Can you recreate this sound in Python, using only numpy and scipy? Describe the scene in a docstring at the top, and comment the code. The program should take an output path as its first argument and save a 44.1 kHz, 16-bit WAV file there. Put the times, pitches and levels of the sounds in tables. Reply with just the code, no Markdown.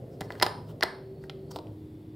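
"""First you hear a room rumbling, then a small metal compact being handled close by.
A tool prises at its inner pan, which snaps twice against the rim; gloved fingers then lift the pan
out with light ticks. Each touch makes the metal ring briefly, dragging makes it scrape, and the
room echoes both. Behind it a low hum comes and goes and a faint motor sings, stepping down in pitch.
Near the end a faint, very high whine joins the background."""
import sys
import numpy as np
from scipy import signal
from scipy.fft import rfft, irfft
from scipy.io import wavfile

SR = 44100
rng = np.random.default_rng(int(sys.argv[2]) if len(sys.argv) > 2 else 0)


def materialize(psi):
    """Save the field psi as 16-bit PCM at rate SR to the path in sys.argv[1].

    A 1-D psi becomes a single channel; in a 2-D psi each row is a channel.
    """
    bounded = np.clip(np.atleast_2d(psi).T, -1, 1)
    quanta = np.round(bounded * 32767).astype(np.int16)
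    wavfile.write(sys.argv[1], SR, quanta)


N = 94815
TIME, FREQS = np.arange(N) / SR, np.fft.rfftfreq(N, 1 / SR)
LEFT_RIGHT = np.array([[1], [-1]])


def from_db(db):
    """Turn decibels into a number to multiply by."""
    return 10 ** (np.asarray(db) / 20)


def rms_one(x):
    """Scale a sound so its average strength (rms) is 1."""
    return x / np.sqrt(np.mean(x ** 2) + 1e-20)


def at_hz(table, hz, column=1):
    """Read between a table's rows on a log-frequency scale."""
    rows = np.array(table)
    return np.interp(np.log(hz + 0.0011), np.log(rows[:, 0]), rows[:, column])


def band_pass(x, band_hz):
    """Keep the sound between two frequencies."""
    return signal.sosfilt(signal.butter(2, band_hz, "band", fs=SR, output="sos"), x)


def drift(rate_hz):
    """A smooth random wobble, about 1 in size."""
    step, warm_up = 40, 2000
    pole = np.exp(-2 * np.pi * step * rate_hz / SR)
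    white = rng.standard_normal(N // step + warm_up + 2)
    slow = signal.lfilter([1], [1, -2 * pole, pole * pole], white)[warm_up:]
    return np.interp(np.arange(N) / step, np.arange(len(slow)), rms_one(slow))


def stereo_white(side_db):
    """White noise; the lower side_db, the more alike left and right are."""
    mid, side = rng.standard_normal((2, N))
    return mid + from_db(side_db) * side * LEFT_RIGHT


def noise(colour, side_db):
    """Steady stereo noise, shaped by a table of levels from low to high pitch."""
    return rms_one(irfft(rfft(stereo_white(side_db)) * from_db(at_hz(colour, FREQS)), N))


def dying(fade_s):
    """A fade that falls 60 dB in fade_s seconds."""
    return np.exp(-np.log(1000) * TIME / fade_s) + 1e-18


def gate(start, end, ramp_s):
    """Fade in, hold, fade out."""
    return np.clip(np.minimum(TIME - start, end - TIME) / ramp_s + .5, 0, 1)


def tone(hz, waver_hz):
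    """A plain tone whose pitch wanders."""
    pitch = hz + waver_hz * drift(3.66)
    return np.sqrt(2) * np.sin(2 * np.pi * np.cumsum(pitch) / SR)


# Colour (how strong each frequency is) of the room's low, middle and high noise: f/Hz, level/dB
RUMBLE_COLOUR = [(25, -78), (45, -4.5), (75, 2), (125, 8.5), (190, 1.5), (300, 0), (420, -1.5),
                 (600, -41.5)]
MIDS_COLOUR = [(250, -9.5), (400, 6), (550, 2.5), (750, -8), (1000, -28.5), (1500, -26.5), (2500, -42.5)]
HISS_COLOUR = [(600, 15), (1200, 4), (2200, -2.5), (3500, -2), (4800, -6.5), (6500, -20), (10000, -16),
               (13000, -11.5), (14500, -13), (16000, -17)]
# How loud the low and middle noise are over time: t/s, level/dB
RUMBLE_LEVEL = [(0, -46.5), (.65, -45.5), (1.0, -49), (1.5, -46.5), (1.85, -46.5), (2.15, -48)]
MIDS_LEVEL = [(0, -48.5), (.7, -50), (1.05, -53.5), (1.45, -53.5), (1.69, -49.5), (1.78, -61), (2.15, -66)]
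def room_noise():
    """A deep rumble, a soft rush that sinks near the end, and a steady hiss."""
    mids_db = np.interp(TIME, *np.transpose(MIDS_LEVEL))
    rumble_db = np.interp(TIME, *np.transpose(RUMBLE_LEVEL))
    mids = from_db(mids_db) * noise(MIDS_COLOUR, side_db=-11)
    rumble = from_db(rumble_db) * noise(RUMBLE_COLOUR, side_db=-31.5)
    hiss = from_db(-62.5) * noise(HISS_COLOUR, side_db=-7)
    return rumble + mids + hiss


# Stretches of low hum: start t/s, end t/s, f/Hz, level/dB
HUMS = [(-.05, 0.136, 128, -45.5), (0.17, 0.766, 107, -48), (.5, 0.741, 151.7, -50),
        (1.001, 1.569, 145, -53), (1.642, 2.2, 106, -50)]
def hum():
    """Low, wavering tones come and go."""
    return sum(from_db(db) * gate(start, end, ramp_s=0.025) * tone(hz, waver_hz=3.3)
               for start, end, hz, db in HUMS)


# The motor's steady runs: start t/s, end t/s, tone f/Hz, tone level/dB, whine f/Hz, whine level/dB
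MOTOR_RUNS = [(0.187, .58, 404.3, -53, 4370, -71), (0.874, 1.59, 384.4, -49, 4390, -78.5),
              (1.581, 2.2, 310, -48.5, 3480, -81.5)]
def motor():
    """A distant motor holds one speed after another: a plain tone with a thin whine above it."""
    flutter_db, whine_width_hz = 2.2, 300
    out = np.zeros(N)
    for start, end, hz, db, whine_hz, whine_db in MOTOR_RUNS:
        whine = rms_one(drift(whine_width_hz / 2) * np.sin(2 * np.pi * whine_hz * TIME))
        note = from_db(db + flutter_db * drift(34)) * tone(hz, waver_hz=1.5)
        out += gate(start, end, ramp_s=0.034) * (note + from_db(whine_db) * whine)
    return out


# The room's echo from low to high: f/Hz, level/dB, time to fade by 60 dB t/s
ECHO_BANDS = [(120, -29.5, 0.46), (390, -7, 0.46), (840, -6.5, 0.47), (1300, -5.5, 0.42), (1850, -12, 0.38),
              (2835, -11.5, 0.41), (4000, -13.5, .38), (5300, -11, .42), (6800, -18, .24),
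              (7600, -12.5, .28), (9500, -11, 0.4), (12000, -13.5, 0.29), (15100, -20.5, .22)]
def room_echo(sound):
    """Sound bounces off hands and table, then dies away in the room, each band at its own speed."""
    side_db, bounce_db, bounce_rise_s, tail_rise_s = -13, -8, 0.0023, 0.002
    whites = [stereo_white(side_db), stereo_white(side_db)]
    bounce = dying(0.01) * np.minimum(TIME / bounce_rise_s, 1)
    echo = from_db(bounce_db) * stereo_white(side_db) * bounce / np.linalg.norm(bounce)
    rise = 1 - np.exp(-(TIME / tail_rise_s) ** 2)
    edges_hz = np.geomspace(100, 17000, 29)
    for k, band in enumerate(zip(edges_hz, edges_hz[1:])):
        hz = np.sqrt(band[0] * band[1])
        tail = rise * dying(at_hz(ECHO_BANDS, hz, column=2))
        hiss = band_pass(whites[k % 2], band)
        echo += from_db(at_hz(ECHO_BANDS, hz)) * hiss * tail / np.linalg.norm(tail)
    return signal.fftconvolve(sound[None], echo, axes=1)[:, :N]


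# Short metal scrapes; the last row is a faint, very high background whine:
# middle t/s, length t/s, level/dB, squeak or whine f/Hz
SCRAPES_AND_WHINE = [(0.136, 0.038, -67, 5500), (0.211, .005, -41, 4000), (0.242, .03, -58.5, 5500),
                     (0.318, 0.02, -58, 4560), (0.382, 0.12, -58, 2853), (0.426, .005, -21, 5010),
                     (0.7, 0.033, -56, 3100), (0.835, .004, -27, 4530), (1.241, 0.039, -64, 4500),
                     (1.515, .008, -43, 5850), (1.55, 0.059, -57, 4700), (1.565, .007, -48, 4000),
                     (1.9, 0.39, -80.5, 12400)]
# Colour of the gritty noise they are made from: f/Hz, level/dB
GRIT_COLOUR = [(300, -8.5), (700, 12), (1300, 10.5), (2000, -12), (4500, -4), (8000, -4), (12000, -9.5),
               (15500, -1.5)]
def scrapes_and_whine():
    """Metal scrapes in tiny, uneven slips that stir up a squeak; the same grit makes the high whine."""
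    slips_per_s, spread_db, peak_db, peak_width_hz = 14000, 1, 12, 740
    slips = (rng.random(N) < slips_per_s / SR) * rng.choice([-1, 1], N)
    strengths = from_db(-spread_db * rng.standard_normal(N))
    grit_spectrum = rfft(slips * strengths) * from_db(at_hz(GRIT_COLOUR, FREQS))
    out = np.zeros(N)
    for middle, length, db, peak_hz in SCRAPES_AND_WHINE:
        peak = 1 + from_db(peak_db) / (1 + 2j * (FREQS - peak_hz) / peak_width_hz)
        swell = np.exp(-2 * ((TIME - middle) / length) ** 2)
        out += from_db(db) * swell * rms_one(irfft(grit_spectrum * peak, N))
    return out


# The notes the case rings with: base f/Hz, level/dB within its part, time to fade by 60 dB t/s
CASE_NOTES = [(118.6, -1.5, 0.15), (205.2, 7.5, .03), (388, -8.5, 0.024), (626, 2, 0.0076),
              (758, 4, 0.0099), (987, -1.5, 0.038), (1040, -8, 0.0088), (1250, -8.5, 0.012),
              (1750, 4.5, 0.0066), (1720, 9, 0.024), (1930, -6, .018), (1990, -1.5, 0.025),
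              (3274, 4, 0.0044), (3970, 3, .007), (4290, 14.5, 0.0041), (5036, 3, 0.013),
              (5330, -23, 0.018), (7360, -1, 0.0037), (9380, 2, 0.0041), (13000, -2.5, 0.0029),
              (14800, 1, 0.00079)]
# Metal touches metal: t/s, level/dB of five parts (thud, body, rim, pan, tick), pitch multiplier
CONTACTS = [(.208, -71, -47, -41.5, -46, -44, 0.95), (0.2108, -29.5, -32, -42.5, -43, -44.5, 0.77),
            (0.2176, -33, -39, -39.5, -52, -55, 1.01), (0.3046, -64, -34.5, -35.5, -55, -64, 1),
            (.322, -59, -52.5, -54.5, -47.5, -54.5, 0.85), (0.353, -79, -47, -46.5, -61, -66.5, 0.93),
            (0.3996, -58.5, -44.5, -39.5, -38.5, -54, 1.0), (0.4139, -59.5, -30, -35, -44, -66.5, 1.2),
            (0.4228, -55, -38, -26, -57, -49.5, 1.0), (0.4261, -49.5, -18, -19.5, -18.5, -25.5, 1.0),
            (.4283, -50, -25.5, -34.5, -36, -31, 1.0), (0.4312, -36.5, -20, -40.5, -23, -49, 1.0),
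            (0.4645, -50.5, -25, -31.5, -32.5, -41, 1.0), (0.4671, -56.5, -28, -41, -51, -51.5, 1.5),
            (.809, -63, -37, -45.5, -39.5, -53, 1.12), (0.824, -57.5, -63.5, -28.5, -39, -49, 0.69),
            (0.8269, -52, -28.5, -17, -28.5, -44, 0.99), (0.8327, -53.5, -38.5, -26, -25, -41.5, 1.024),
            (.8329, -66.5, -30.5, -23.5, -28, -42, 0.8), (0.835, -62.5, -29.5, -39, -32, -35, 0.97),
            (0.8376, -53.5, -21.5, -38, -46, -55, 0.95), (1.239, -70.5, -52, -49, -71, -64, 0.93),
            (1.2968, -62.5, -44, -43, -38, -58, 0.787), (1.2998, -54, -56, -51, -52, -63, 1.22),
            (1.5605, -50, -32.5, -65, -41.5, -52.5, 0.9), (1.5649, -57, -36.5, -71, -57, -59, 1.05),
            (1.588, -52.5, -41, -71, -46.5, -63, 0.95), (1.5909, -64.5, -42.5, -67, -69, -70, 0.96),
            (1.67, -68.5, -59, -68, -57.5, -67, 0.61)]
def case_clicks():
    """Each touch rings five parts of the case; where it lands shifts their pitch, and they soon stop."""
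    edges_hz = (70, 280, 1350, 2600, 6200, 17000)  # each part rings between two neighbouring edges
    t, attack_samples = TIME[:SR // 3], int(.004 * SR)
    note_hz = np.array(CASE_NOTES)[:, 0]
    part_of_note = np.searchsorted(edges_hz, note_hz) - 1
    fades = np.array([from_db(db) * dying(fade_s)[:len(t)] for _, db, fade_s in CASE_NOTES])
    tracks = np.zeros((len(edges_hz) - 1, N + SR))
    for when, *part_db, pitch_ratio in CONTACTS:
        start = int(when * SR)
        notes = fades * np.sin(2 * np.pi * pitch_ratio * note_hz[:, None] * t)
        for part, db in enumerate(part_db):
            ring = notes[part_of_note == part].sum(axis=0)
            attack_rms = np.sqrt(np.mean(ring[:attack_samples] ** 2) + 1e-20)
            tracks[part, start:start + len(t)] += from_db(db) * ring / attack_rms
    bands = zip(edges_hz, edges_hz[1:])
    return sum(band_pass(track[:N] + 1e-18, band) for track, band in zip(tracks, bands))


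def scene():
    """The compact in the centre, with its echo and the background around it."""
    direct = case_clicks() + scrapes_and_whine()
    return direct + room_echo(direct) + motor() + hum() + room_noise()


# Boost or cut of the stereo width: f/Hz, level/dB
STEREO_WIDTH = [(60, -20.5), (140, -15), (300, -10.5), (600, -2.5), (1200, 9), (2400, 3.5), (4800, -9.5),
                (9000, 7.5), (14000, 9)]
# Boost or cut from the microphone: f/Hz, level/dB
MIC_COLOUR = [(40, -3), (70, 0), (900, 0.5), (1020, 0), (1250, -2.5), (1600, -2.5), (2050, 3), (2400, 0),
              (5500, 0), (5900, -3.5), (6400, -4.5), (7200, -2), (10000, -1), (11500, -3), (13000, 0),
              (15000, -3)]
def record(dry):
    """The microphone shapes the sound's colour and width, rounds its peaks and cuts the very top."""
    cutoff_hz = 15750
    mid = rfft(dry[0] + dry[1]) / 2
    side = rfft(dry[0] - dry[1]) / 2 * from_db(at_hz(STEREO_WIDTH, FREQS))
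    coloured = irfft((mid + LEFT_RIGHT * side) * from_db(at_hz(MIC_COLOUR, FREQS)), N)
    top_cut = signal.ellip(10, .2, 80, cutoff_hz, fs=SR, output="sos")
    return signal.sosfilt(top_cut, np.tanh(coloured))


dry = scene()
out = record(dry)
materialize(out)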